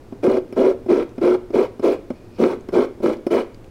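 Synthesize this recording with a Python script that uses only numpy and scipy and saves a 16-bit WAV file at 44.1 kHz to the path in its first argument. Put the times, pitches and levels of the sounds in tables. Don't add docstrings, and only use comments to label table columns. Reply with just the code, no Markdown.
import sys
import numpy as np
from scipy import signal
from scipy.fft import rfft, irfft, next_fast_len
from scipy.io import wavfile
from scipy.ndimage import uniform_filter1d, minimum_filter1d, map_coordinates

SR = 44100
rng = np.random.default_rng(int(sys.argv[2]) if len(sys.argv) > 2 else 0)


def persist_wave(psi):
    counts = np.round(np.clip(psi, -1, 1) * 32767).astype(np.int16)
    wavfile.write(sys.argv[1], SR, np.atleast_2d(counts).T)


N = 163170
T = np.arange(N) / SR

# nominal frequency in Hz, nominal width in Hz, level in dB.
SHELL_MODES = [(244.6, 32.3, -6.5), (368.3, 28.7, 0), (449, 64.8, -5), (488.8, 55.6, -4), (545.5, 46.5, -7),
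               (628, 62, -12), (716.5, 108, -25.5)]
# nominal frequency in Hz, width in Hz, level in dB.
BLADE_MODES = [(782, 290, -1), (1002, 92, 4), (1097, 68, 0), (1339, 126, -0.5), (1592, 63, -5),
               (2100, 315, -8.5), (2428, 228, -8.5), (2967, 61, -10.5), (3280, 192, -16.5),
               (4246, 232, -20.5), (4610, 120, -22.5), (5520, 950, -26)]
# nominal frequency in Hz, nominal width in Hz, level in dB.
BOARD_MODES = [(200, 41, -7), (240.4, 30.3, 3.5), (290, 64, -7)]
# frequency in Hz, relative level in dB.
TEAR_COLOUR = [(800, -25), (2500, 5), (4500, 7), (5800, 2), (7000, 0.5), (8300, -.5), (9200, 0.3),
               (10200, 0), (10800, -6), (12300, -5), (14000, -9.5), (15600, -3.5)]


def amp(db):
    return 10 ** (np.asarray(db) / 20)


def unit(x):
    return x / np.sqrt(np.mean(x ** 2) + 1e-20)


def peaked(x, db):
    return amp(db) * x / np.abs(x).max()


def along(points, hz):
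    f, v = np.transpose(points)
    return np.interp(np.log(hz + 1), np.log(f + 1), v)


def filtered(x, response):
    n = x.shape[-1]
    padded = next_fast_len(n + SR // 4)
    spectrum = rfft(x, padded) * response(np.fft.rfftfreq(padded, 1 / SR))
    return irfft(spectrum, padded)[..., :n]


def coloured(x, points):
    return unit(filtered(x, lambda hz: amp(along(points, hz))))


def rung(x, modes, pitch=1, damping=1, spread=0):
    tuned = [(hz * pitch * (1 + spread * rng.standard_normal()), width * damping, db)
             for hz, width, db in modes]

    def response(f):
        total = 0
        for k, (hz, width, db) in enumerate(tuned):
            resonance = 1j * f * width / (hz * hz - f * f + 1j * f * width)
            total = total + (-1) ** k * amp(db) * resonance
        return total

    return unit(filtered(x, response))


def softened(x, contact_hz):
    return filtered(x, lambda f: 1 / (1 + 1j * f / contact_hz) ** 2)


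def add(track, s, sound):
    part = track[round(s * SR):][:len(sound)]
    part += sound[:len(part)]


def room_tone():
    # frequency in Hz, relative level in dB per Hz.
    floor_colour = [(20, -4.5), (28, -3.5), (40, -9.5), (60, -8.5), (85, -9), (110, -3.5), (160, -15),
                    (360, -9), (700, -21.5), (1600, -32.5), (2400, -36.5), (3000, -39.5), (4600, -41.5),
                    (8000, -47), (9700, -48), (12000, -51), (15500, -52.5)]
    return amp(-42.5) * coloured(rng.standard_normal(N), floor_colour)


def crumbs():
    # time in seconds, peak level in dB, ringing frequency in Hz.
    ticks = [(1.092, -48, 6050), (1.160, -54, 7960), (2.608, -46, 6340), (3.168, -44, 5000),
             (3.545, -40, 4860), (3.644, -45, 2500)]
    # frequency in Hz, relative level in dB.
    splat_colour = [(300, -20), (1000, -8), (2500, -1.5), (5000, -10), (9000, -17.5), (15000, -23)]
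    out, t = np.zeros(N), T[:SR // 20]
    for s, db, hz in ticks:
        splat = np.exp(-t / .003) * rng.standard_normal(len(t))
        tick = rung(splat, [(hz, 300, 0)]) + coloured(splat, splat_colour)
        add(out, s, peaked(tick, db))
    return out


def grains(size, per_s, spread_db):
    hits = rng.random(size) < per_s / SR
    signs = np.sign(rng.standard_normal(size))
    strengths = amp(spread_db * np.clip(rng.standard_normal(size), -2, 2))
    return unit(hits * signs * strengths)


def regrip():
    # time in seconds, level in dB.
    rustle = [(2.12, -83), (2.155, -62.5), (2.21, -68.5), (2.29, -69), (2.34, -62), (2.38, -56),
              (2.42, -72)]
    # frequency in Hz, width in Hz, level in dB.
    rub_modes = [(2450, 130, 6.5), (4450, 400, -4.5), (5400, 400, -5), (3260, 900, -12)]
    s, db = np.transpose(rustle)
    level = amp(np.interp(T, s, db, left=-120, right=-120))
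    return level * rung(grains(N, per_s=3700, spread_db=5.5), rub_modes)


def kitchen(x):
    # frequency in Hz, time to fall by 60 dB in seconds.
    decay = [(120, 0.99), (370, 0.39), (1000, 0.38), (3000, 0.47), (10000, 0.1)]
    hz, t, z = signal.stft(rng.standard_normal(SR), SR, nperseg=256)
    fade = amp(-60 * t / along(decay, hz)[:, None])
    tail = signal.istft(z * fade, SR, nperseg=256)[1]
    return signal.fftconvolve(x, np.pad(tail / np.linalg.norm(tail), (SR // 100, 0)))


def knock(shell_db, thud_db, click_db, ting_db):
    # frequency in Hz, width in Hz, level in dB.
    ting_modes = [(5000, 190, 3), (5320, 170, 4), (9500, 2600, -14.5)]
    chatter_db, chatter_s = -11, 0.0072
    wet_snap_db, wet_snap_s = -17.5, 0.0046
    t = T[:SR // 8]
    impulse = t == 0
    chatter = amp(chatter_db) * np.exp(-t / chatter_s) * rng.standard_normal(len(t))
    soft = softened(.1 * chatter + impulse, contact_hz=2500)
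    sharp = chatter + impulse
    wet = coloured(np.exp(-t / wet_snap_s) * rng.standard_normal(len(t)), TEAR_COLOUR)
    shell = peaked(rung(soft, SHELL_MODES, damping=2.26), shell_db)
    thud = peaked(rung(soft, BOARD_MODES, pitch=1.135, damping=1.8), thud_db)
    click = peaked(rung(sharp, BLADE_MODES), click_db)
    ting = peaked(rung(sharp, ting_modes), ting_db)
    return shell + thud + click + ting + peaked(wet, click_db + wet_snap_db)


def jam(thump_db, crack_db):
    # frequency in Hz, width in Hz, level in dB.
    thump_modes = [(140, 59, -27.5), (250, 30, 6.5)]
    t = T[:SR // 8]
    crack = np.exp(-t / 0.0026) * rng.standard_normal(len(t))
    jolt = softened(1.0 * (t == 0), contact_hz=517)
    return peaked(rung(jolt, thump_modes), thump_db) + peaked(rung(crack, BLADE_MODES), crack_db)


def slips(size):
    slips_per_s, scatter = 270, .45
    intervals = np.exp(scatter * rng.standard_normal(400)) * SR / slips_per_s
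    at = np.cumsum(intervals).astype(int)
    return np.bincount(at, minlength=size)[:size]


def lumps(size):
    lumps_per_s = 130
    return map_coordinates(rng.standard_normal(100), [np.arange(size) * lumps_per_s / SR], mode="mirror")


def patchy(x, depth_db):
    patch_s, patch_hz = 0.0073, 1400
    z = signal.stft(x, nperseg=128)[2]
    bins, frames = round(patch_hz * 128 / SR), round(patch_s * SR / 64)
    field = uniform_filter1d(rng.standard_normal(z.shape), bins, 0)
    field = uniform_filter1d(field, frames, 1)
    return unit(signal.istft(z * amp(depth_db * unit(field)), nperseg=128)[1][:len(x)])


def stroke(start, length, attack, bite, release, sag_db, shell_db, board_db, rasp_db, tear_db, pitch):
    snap_s, snap_share = 0.00077, 0.17
    slip_click = 0.45
    grip_spread = 0.013
    hollow_hz, free_tilt_db = 377, 4.5
    board_sag_db, rasp_sag_share, rasp_swell_db, tear_sag_db = 21.5, 0.37, 1, 6.5

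    t = T[:SR // 4]
    size = len(t)
    push = np.minimum(t / attack, 1) * np.exp(-np.maximum(t - length, 0) / release)
    eased = np.clip((t - bite) / (length - bite), 0, 1)
    travel = np.minimum(t / length, 1)

    toughness = amp(1.5 * lumps(size))
    catches = slips(size) * toughness
    force = softened(catches, contact_hz=2270)
    bursts = unit(signal.fftconvolve(catches, np.exp(-t / snap_s))[:size])
    fibre_level = np.sqrt(1 - snap_share + snap_share * bursts ** 2)
    rasp_fibres, tear_fibres = fibre_level * rng.standard_normal((2, size))

    free_modes = [(hz, width, db - free_tilt_db * abs(np.log2(hz / hollow_hz)))
                  for hz, width, db in SHELL_MODES]
    pressed = rung(force, SHELL_MODES, pitch, damping=1.026)
    free = rung(force, free_modes, pitch, damping=.8)
    ring = (1 - travel) * pressed + travel * free
    shell = ring * amp(shell_db - sag_db * eased)

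    board_sag = board_sag_db * np.clip(2 * t / length - .6, 0, 1)
    board = rung(force, BOARD_MODES, spread=grip_spread) * amp(board_db - board_sag)

    drive = unit(catches - catches.mean()) * slip_click + patchy(rasp_fibres, depth_db=3)
    swell = rasp_swell_db * (np.sin(np.pi * travel) + 0.25)
    rasp_level = amp(rasp_db - rasp_sag_share * sag_db * eased + swell)
    rasp = rung(drive, BLADE_MODES, spread=grip_spread) * rasp_level

    torn = patchy(tear_fibres, depth_db=3) * np.sqrt(toughness)
    tear = coloured(torn, TEAR_COLOUR) * amp(tear_db + tear_sag_db * (1 - travel))
    return push * (shell + board + rasp + tear)


def scene():
    # time in seconds, then peak levels in dB of
    knocks = [(.124, -18.5, -22.5, -41, -60), (.525, -19, -34, -36, -44.5), (0.861, -18, -25.5, -40, -56),
              (1.180, -16, -20, -35, -50), (1.504, -19, -43, -41.5, -51), (1.795, -16, -21, -36.5, -47),
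              (2.1036, -12, -21.5, -30, -55.5), (2.687, -18.5, -43, -32.5, -45.5),
              (3.002, -20.5, -27, -45, -54.5), (3.2661, -8, -38, -26, -38.5)]
    # time in seconds, peak levels in dB of thump and crack.
    jams = [(0.279, -8, -36), (.914, -14, -21.5), (1.238, -17.5, -35), (1.556, -12.5, -52),
            (2.42, -13, -30), (2.438, -11.5, -15.5), (2.787, -17, -37), (3.059, -14.5, -17)]
    # start, length, attack, hard bite and release in seconds, the shell's sag after
    # the bite in dB, levels in dB of shell, board, rasp and tearing (at its end), shell pitch as a ratio.
    strokes = [ (0.225, 0.16, 0.015, 0.093, 0.0077, 3.5, -14.5, -23, -34, -55.5, 1.004),
               (0.555, .161, 0.023, 0.12, 0.013, 8.5, -12.5, -19, -33, -55, 1.028),
               (0.879, 0.15, 0.019, 0.069, 0.012, 8.5, -12.8, -30, -33.5, -55.5, 0.96),
               (1.205, .149, .026, 0.065, 0.01, 6.5, -12, -23, -32, -54, 0.98),
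               (1.527, 0.13, 0.024, 0.061, .0115, 9.5, -13.2, -23, -31.5, -53.5, 1),
               (1.819, 0.12, 0.027, 0.075, 0.017, 8, -13, -29, -32.5, -50.5, 1.02),
               (2.376, 0.16, 0.034, 0.053, 0.017, 9, -13.5, -17.5, -32.5, -54, 0.989),
               (2.718, 0.13, 0.028, 0.088, 0.018, 8.5, -14, -23, -31.5, -52.5, 0.997),
               (3.018, 0.12, 0.023, 0.079, .0145, 11.5, -14.5, -26, -34.5, -52.5, 0.97),
               (3.302, 0.11, 0.013, 0.052, 0.02, 9, -12.5, -28.5, -30, -50, 1)]
    out = room_tone() + crumbs() + regrip()
    sounds = [(s, knock(*levels)) for s, *levels in knocks]
    sounds += [(s, jam(*levels)) for s, *levels in jams]
    sounds += [(row[0], stroke(*row)) for row in strokes]
    for s, sound in sounds:
        add(out, s, sound)
        add(out, s, amp(-17) * kitchen(sound))
    return np.array([out, out])


def record(dry):
    ceiling, hold_s, top_hz = 0.57, 0.002, 15800
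    size = int(hold_s * SR)
    need = np.minimum(1, ceiling / (np.abs(dry).max(0) + 1e-9))
    gain = uniform_filter1d(minimum_filter1d(need, size), size)
    return filtered(dry * gain, lambda hz: hz < top_hz)


dry = scene()
out = record(dry)
persist_wave(out)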